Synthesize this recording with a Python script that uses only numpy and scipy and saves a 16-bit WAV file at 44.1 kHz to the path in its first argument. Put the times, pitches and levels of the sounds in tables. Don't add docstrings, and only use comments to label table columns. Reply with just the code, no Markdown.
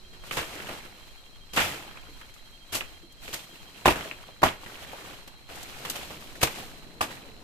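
import sys
import numpy as np
from scipy import signal
from scipy.fft import rfft, irfft, next_fast_len
from scipy.io import wavfile

SR = 44100
rng = np.random.default_rng(int(sys.argv[2]) if len(sys.argv) > 2 else 0)


def dump(signal):
    limited = np.clip(np.atleast_2d(signal).T, -1, 1)
    pcm = np.round(limited * 32767).astype(np.int16)
    wavfile.write(sys.argv[1], SR, pcm)


N = 327663
TIME = np.arange(N) / SR


# (frequency [Hz], relative level [dB])
FIBRE_SPECTRUM = [(30, -1), (70, 2), (250, -1), (700, 0), (1200, -0.5), (1900, -2), (2800, -2), (4000, -6),
                  (5600, -10), (8000, -12.5), (10000, -15), (14000, -13)]
MATERIALS = {"twig": (0.0015, -13, -19.5), "stalk": (0.00085, -2, -3.5), "stem": (.003, 6.7, -0.95),
             "husk": (0.0057, 0.69, 6.2), "leaf": (0.011, 2.3, 12.6), "bamboo": (0.0014, -6, 19.7)}
# (time [s], level [dB], decay t60 [s], material)
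CRACKS = [ (0.131, -48, 0.25, "stalk"), (.235, -42, 0.11, "stem"), (0.31, -24.5, 0.038, "twig"),
          (.318, -33.5, 0.71, "husk"), (.369, -24, 0.25, "stalk"), (.599, -34, 0.044, "twig"),
          (.687, -33, 0.2, "stem"), (.850, -41, 0.046, "stem"), (1.359, -47, 0.017, "stalk"),
          (1.531, -34.5, 0.76, "husk"), (1.559, -25.5, 0.5, "husk"), (1.572, -17.5, 0.27, "twig"),
          (1.596, -27.5, 0.59, "husk"), (1.910, -40.5, 0.029, "twig"), (1.971, -40, 0.055, "twig"),
          (2.212, -41, .068, "twig"), (2.339, -47.5, 0.07, "bamboo"), (2.720, -28.5, 0.26, "leaf"),
          (2.742, -23.5, 0.15, "leaf"), (2.807, -27.5, 0.069, "twig"), (3.123, -48.5, 0.034, "bamboo"),
          (3.225, -52, 0.051, "twig"), (3.278, -32.5, 0.031, "twig"), (3.325, -35, 0.35, "husk"),
          (3.332, -27, 0.049, "leaf"), (3.85, -29, .06, "twig"), (3.855, -14, 0.17, "stem"),
          (3.876, -14, 0.16, "stem"), (3.899, -26, 0.17, "husk"), (3.955, -30, 0.2, "stem"),
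          (4.008, -30, 0.035, "twig"), (4.111, -29.5, 0.072, "twig"), (4.417, -29.5, .11, "stem"),
          (4.4308, -15, 0.16, "stem"), (4.456, -27, 0.29, "stalk"), (4.661, -35, 0.029, "twig"),
          (5.273, -41, 0.06, "husk"), (5.488, -43, 0.6, "stem"), (5.556, -40, 0.045, "bamboo"),
          (5.629, -36, 0.051, "bamboo"), (5.850, -29.5, .071, "stalk"), (5.898, -23.5, 0.075, "bamboo"),
          (5.953, -32, 0.1, "husk"), (6.104, -37, 0.12, "stem"), (6.409, -28, 0.33, "husk"),
          (6.427, -11.5, 0.062, "husk"), (6.441, -32, 0.13, "leaf"), (6.471, -26, 0.059, "stalk"),
          (7.007, -24, .16, "husk"), (7.023, -30.5, 0.12, "stalk"), (7.315, -47, 0.027, "twig")]
def cracks(splinter_db=-9):
    out, t = np.zeros((2, N)), np.arange(SR // 2) / SR
    for start, db, t60, material in CRACKS:
        rise, body_db, treble_db = MATERIALS[material]
        swell = np.minimum(t / rise, 1) * decay(t, t60, hold=rise)
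        tilt_db = lambda hz: body_db * (1 - shelf(hz, 1570)) + treble_db * shelf(hz, 3320)
        grains = fractures(len(t), spread_db=0.5)
        grains += undb(splinter_db) * splinters(len(t), count=260, spread_db=3.0)
        burst = colour(grains * swell, lambda hz: undb(along(FIBRE_SPECTRUM, hz) + tilt_db(hz)))
        add(out, unit(burst) * rms(swell) * undb(db), start)
    return out


def fractures(n, spread_db, size=24):
    strength = undb(spread_db * np.minimum(rng.exponential(size=n // size + 1), 5))
    return unit(rng.standard_normal((2, n)) * np.repeat(strength, size)[:n])


def splinters(n, count, spread_db, low_hz=300, high_hz=3500, cycles=1.72, size=1024):
    when, pitch, luck, *phases = rng.random((count, 5)).T[:, :, None]
    hz = low_hz + (high_hz - low_hz) * pitch ** 2
    strength = hz ** 1.08 * undb(spread_db * np.minimum(-np.log(1 - luck), 4))
    age = hz * np.arange(size) / SR
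    envelope = np.exp(-age / cycles) * (1 - np.exp(-2 * age))
    rings = strength * np.sin(2 * np.pi * (age + np.array(phases))) * envelope
    where = ((when * n).astype(int) + np.arange(size)).ravel()
    return unit(np.array([np.bincount(where, ring.ravel(), n)[:n] for ring in rings]))


# (frequency [Hz], relative level [dB], decay t60 [s])
STEM_MODES = [(226, -25, 0.042), (520, -53, 0.063), (742, 5, 0.026), (980, 15, 0.0098), (1087, -5.5, 0.065),
              (1410, 5.5, 0.014)]
# (time [s], peak level [dB], pitch ratio, delay of right channel [ms])
KNOCKS = [(3.8569, -12.5, 1.19, 0), (3.8580, -5.5, 1.08, 0), (3.8790, -8.5, 0.84, 0),
          (4.4304, -4.5, 0.98, 0.27), (4.4370, -3, 1.03, 0.22), (4.4591, -13, 0.94, 0),
          (6.4309, -13, 0.89, -0.11), (7.0087, -15, 1.17, -0.23), (7.0128, -11.5, 1.08, -0.29)]
def knocks(contact_s=0.00048):
    out, t = np.zeros((2, N)), np.arange(SR // 8) / SR
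    for start, db, ratio, lag_ms in KNOCKS:
        delay_s = np.maximum([[-lag_ms], [lag_ms]], 0) / 1000
        age = np.maximum(t - delay_s, 0)
        ring = sum(undb(mode_db) * np.sin(2 * np.pi * hz * ratio * age) * decay(age, t60)
                   for hz, mode_db, t60 in STEM_MODES)
        ring *= 1 - np.exp(-age / contact_s)
        add(out, ring / np.abs(ring).max() * undb(db), start)
    return out


# (time [s], level [dB], centre frequency [Hz], decay t60 [s])
THUDS = [(.552, -39.5, 400, 0.09), (2.087, -45, 400, 0.089), (3.026, -47.5, 286, 0.18),
         (3.289, -36, 328, 0.047), (3.528, -44, 223, 0.061), (3.874, -24, 85, 0.12),
         (4.05, -35.5, 490, 0.099), (4.285, -40.5, 625, 0.079), (4.93, -33, 654, 0.077),
         (5.987, -37, 450, 0.055), (6.286, -48, 544, 0.044), (6.431, -21.5, 136, 0.054)]
def thuds(rise_s=0.0034):
    out, t = np.zeros((2, N)), np.arange(SR // 4) / SR
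    for start, db, centre_hz, t60 in THUDS:
        fade = np.minimum(t / rise_s, 1) * decay(t, t60)
        body = noise(len(t), lambda hz: shelf(hz, centre_hz) * (1 - shelf(hz, centre_hz)))
        add(out, unit(body * fade) * rms(fade) * undb(db), start)
    return out


# (time [s], duration [s], level [dB], relative crinkle [dB], settling t60 [s])
TUGS = [(0.203, 0.3, -50, 1.5, 0.45), (0.47, 0.25, -41.5, -3.5, 1.08), (0.883, 0.23, -57.5, -0.5, 1.3),
        (1.613, .1, -39, -8, 0.62), (1.735, 0.07, -47.5, -6, 2.35), (2.06, 0.11, -62, 5.5, 3),
        (2.65, 0.26, -54.5, -1.5, .7), (3.189, 0.19, -51, 5.5, 0.64), (3.46, 0.48, -56, 0.5, 1),
        (3.72, .16, -53, -0.5, .5), (3.901, 0.15, -41, -4, 0.61), (4.154, .15, -55.5, -3, .8),
        (4.576, 0.53, -46.5, -3, 1.05), (5.03, 0.074, -48.5, -8, 0.37), (5.464, .31, -45.5, -1.5, 0.93),
        (5.773, 0.2, -43.5, 0.5, 1.8), (6.065, 0.31, -53, 0.5, 0.63), (6.462, 0.13, -42, 0, 0.81),
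        (6.722, 0.34, -57.5, -4, 2.1), (7.047, 0.061, -45.5, -2.5, 0.97)]
def tugging(attack_s=0.06, stir_db=-61.5, stir_crinkle_db=-0.5):
    flex_power, crinkle_power = undb(stir_db) ** 2, undb(stir_db + stir_crinkle_db) ** 2
    for start, length, db, crinkle_db, t60 in TUGS:
        pull = undb(db) * np.clip((TIME - start) / attack_s, 0, 1) * decay(TIME, t60, hold=start + length)
        flex_power += pull ** 2
        crinkle_power += (pull * undb(crinkle_db)) ** 2
    return np.sqrt(flex_power), np.sqrt(crinkle_power)


def rustle(twig_db=-8, rib_db=-13):
    flex_gain, crinkle_gain = tugging()
    jerks_db = 1.57 * walk(70)
    twigs = splinters(N, count=4000, spread_db=2.8)
    ribs = splinters(N, count=170, spread_db=2.0, low_hz=700, high_hz=4500, cycles=3)
    grains = fractures(N, spread_db=-1.0) + undb(twig_db) * twigs + undb(rib_db) * ribs
    leaf = lambda hz: undb(along(FIBRE_SPECTRUM, hz))
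    flex = unit(colour(grains, lambda hz: leaf(hz) * (1 - shelf(hz, 4000))))
    crinkle = unit(colour(fractures(N, spread_db=1.0), lambda hz: leaf(hz) * shelf(hz, 2120)))
    return (flex * flex_gain + crinkle * crinkle_gain) * undb(jerks_db)


# (time [s], level [dB])
LITTER_LEVELS = [(0, -64), (2.6, -69), (3.6, -60.5), (5.4, -65), (5.9, -55.5), (7.43, -50)]
def shuffle(drag_db=-11.5):
    rub = noise(N, lambda hz: shelf(hz, 83) * (1 - shelf(hz, 440, order=2)))
    jerks_db = 2.4 * walk(25)
    pressed = undb(np.interp(TIME, *np.transpose(LITTER_LEVELS)))
    dragged = undb(drag_db) * tugging()[0]
    return rub * np.hypot(pressed, dragged) * undb(jerks_db)


def thicket(sound, t60=0.2, build_s=0.019, wet_db=-15):
    t = np.arange(SR // 2) / SR
    echoes = rng.standard_normal((2, len(t))) * decay(t, t60) * np.minimum(t / build_s, 1)
    echoes = colour(echoes, lambda hz: 1 - .5 * shelf(hz, 3200))
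    return signal.fftconvolve(sound, unit(echoes) / np.sqrt(len(t)), axes=1)[:, :N] * undb(wet_db)


def flame(count=36, decay_s=.003):
    ticks, t = np.zeros((2, N)), np.arange(SR // 30) / SR
    for when, strength in rng.random((count, 2)):
        tick = rng.standard_normal((2, len(t))) * np.exp(-t / decay_s)
        add(ticks, tick * undb(-65 + 9 * strength ** 2), when * N / SR)
    return colour(ticks, lambda hz: shelf(hz, 1500, order=2))


def cricket(note_hz=3204, pulse_hz=12.4, first_s=.026, duty=.72, fade_from_s=4.4, fade_db_per_s=5):
    stroke = (pulse_hz * (TIME - first_s) + 0.05 * walk(8)) % 1
    pulse = np.abs(np.sin(np.pi * np.minimum(stroke / duty, 1))) ** 0.83
    pitch = note_hz + 25 * (duty / 2 - stroke) + 9 * walk(60)
    level_db = -54.5 - fade_db_per_s * np.maximum(TIME - fade_from_s, 0)
    waver_db = 2.2 * np.array([walk(25), walk(9)])
    return pulse * sine(pitch) * undb(level_db + waver_db)


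# (frequency [Hz], level [dB])
INSECTS = [(3930, -63), (4030, -64.5), (4130, -64), (4230, -63), (4310, -73)]
def chorus(waver_hz=34, flutter_db=3.5):
    def trill(hz):
        pitch = hz + waver_hz * (walk(6.4) + .7 * walk(150))
        return sine(pitch) * undb(flutter_db * walk(35))
    return sum(undb(db) * np.array([trill(hz), trill(hz)]) for hz, db in INSECTS)


def hum(hum_hz=366, level_db=-61):
    return sine(hum_hz + 3 * walk(12)) * undb(level_db) * decay(TIME, t60=0.61, hold=0.34)


# (frequency [Hz], relative level [dB])
AIR_SPECTRUM = [(15, 5), (30, 0), (70, -10), (150, -17.5), (500, -29), (1500, -31.5), (5000, -30),
                (14000, -50)]
def air(level_db=-50.5):
    return noise(N, lambda hz: undb(along(AIR_SPECTRUM, hz))) * undb(level_db + 2.2 * walk(5.2))


# (frequency [Hz], correlation)
COHERENCE = [(30, 0.024), (110, 0.91), (300, 0.9), (600, 0.68), (1100, 0.23), (1800, 0), (14000, 0.036)]
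def colour(pair, gain):
    n = pair.shape[1]
    size = next_fast_len(n + 2048)
    hz = np.arange(size // 2 + 1) * SR / size
    mid, side = rfft(pair, size) * gain(hz)
    alike = along(COHERENCE, hz)
    mid, side = mid * np.sqrt(1 + alike), side * np.sqrt(1 - alike)
    return irfft(np.array([mid + side, mid - side]), size)[:, :n]


def noise(n, gain):
    return unit(colour(rng.standard_normal((2, n)), gain))


def sine(hz):
    return np.sin(2 * np.pi * np.cumsum(hz) / SR)


def decay(t, t60, hold=0):
    return np.exp(-np.log(1000) * np.maximum(t - hold, 0) / t60)


def walk(rate):
    levels = rng.standard_normal(4096)
    return np.interp(TIME * rate, np.arange(len(levels)), levels)


def shelf(hz, corner_hz, order=4):
    return 1 - 1 / (1 + (hz / corner_hz) ** order)


def along(points, hz):
    f, value = np.transpose(points)
    return np.interp(np.log(hz + 1), np.log(f), value)


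def undb(db):
    return 10 ** (np.asarray(db) / 20)


def rms(x):
    return np.sqrt(np.mean(x ** 2))


def unit(x):
    return x / rms(x)


def add(out, sound, start_s):
    start = int(start_s * SR)
    out[:, start:start + sound.shape[1]] += sound[:, :N - start]


def scene():
    near = cracks() + knocks() + thuds()
    return near + thicket(near) + rustle() + shuffle() + flame() + cricket() + chorus() + hum() + air()


# (frequency [Hz], left minus right [dB])
PORT_BALANCE = [(500, 0), (1300, 1), (2300, -2.5), (3300, -3.5), (5000, -0.5), (7500, 9), (13000, 0)]
def record(dry, ceiling_db=-1.5, top_hz=14250):
    size = next_fast_len(N + 2048)
    lean_db = along(PORT_BALANCE, np.arange(size // 2 + 1) * SR / size) / 2
    heard = irfft(rfft(dry, size) * undb([lean_db, -lean_db]), size)[:, :N]
    rounded = heard / (1 + (heard / undb(ceiling_db)) ** 4) ** .25
    return signal.sosfilt(signal.ellip(10, .2, 80, top_hz, fs=SR, output="sos"), rounded)


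dry = scene()
out = record(dry)
dump(out)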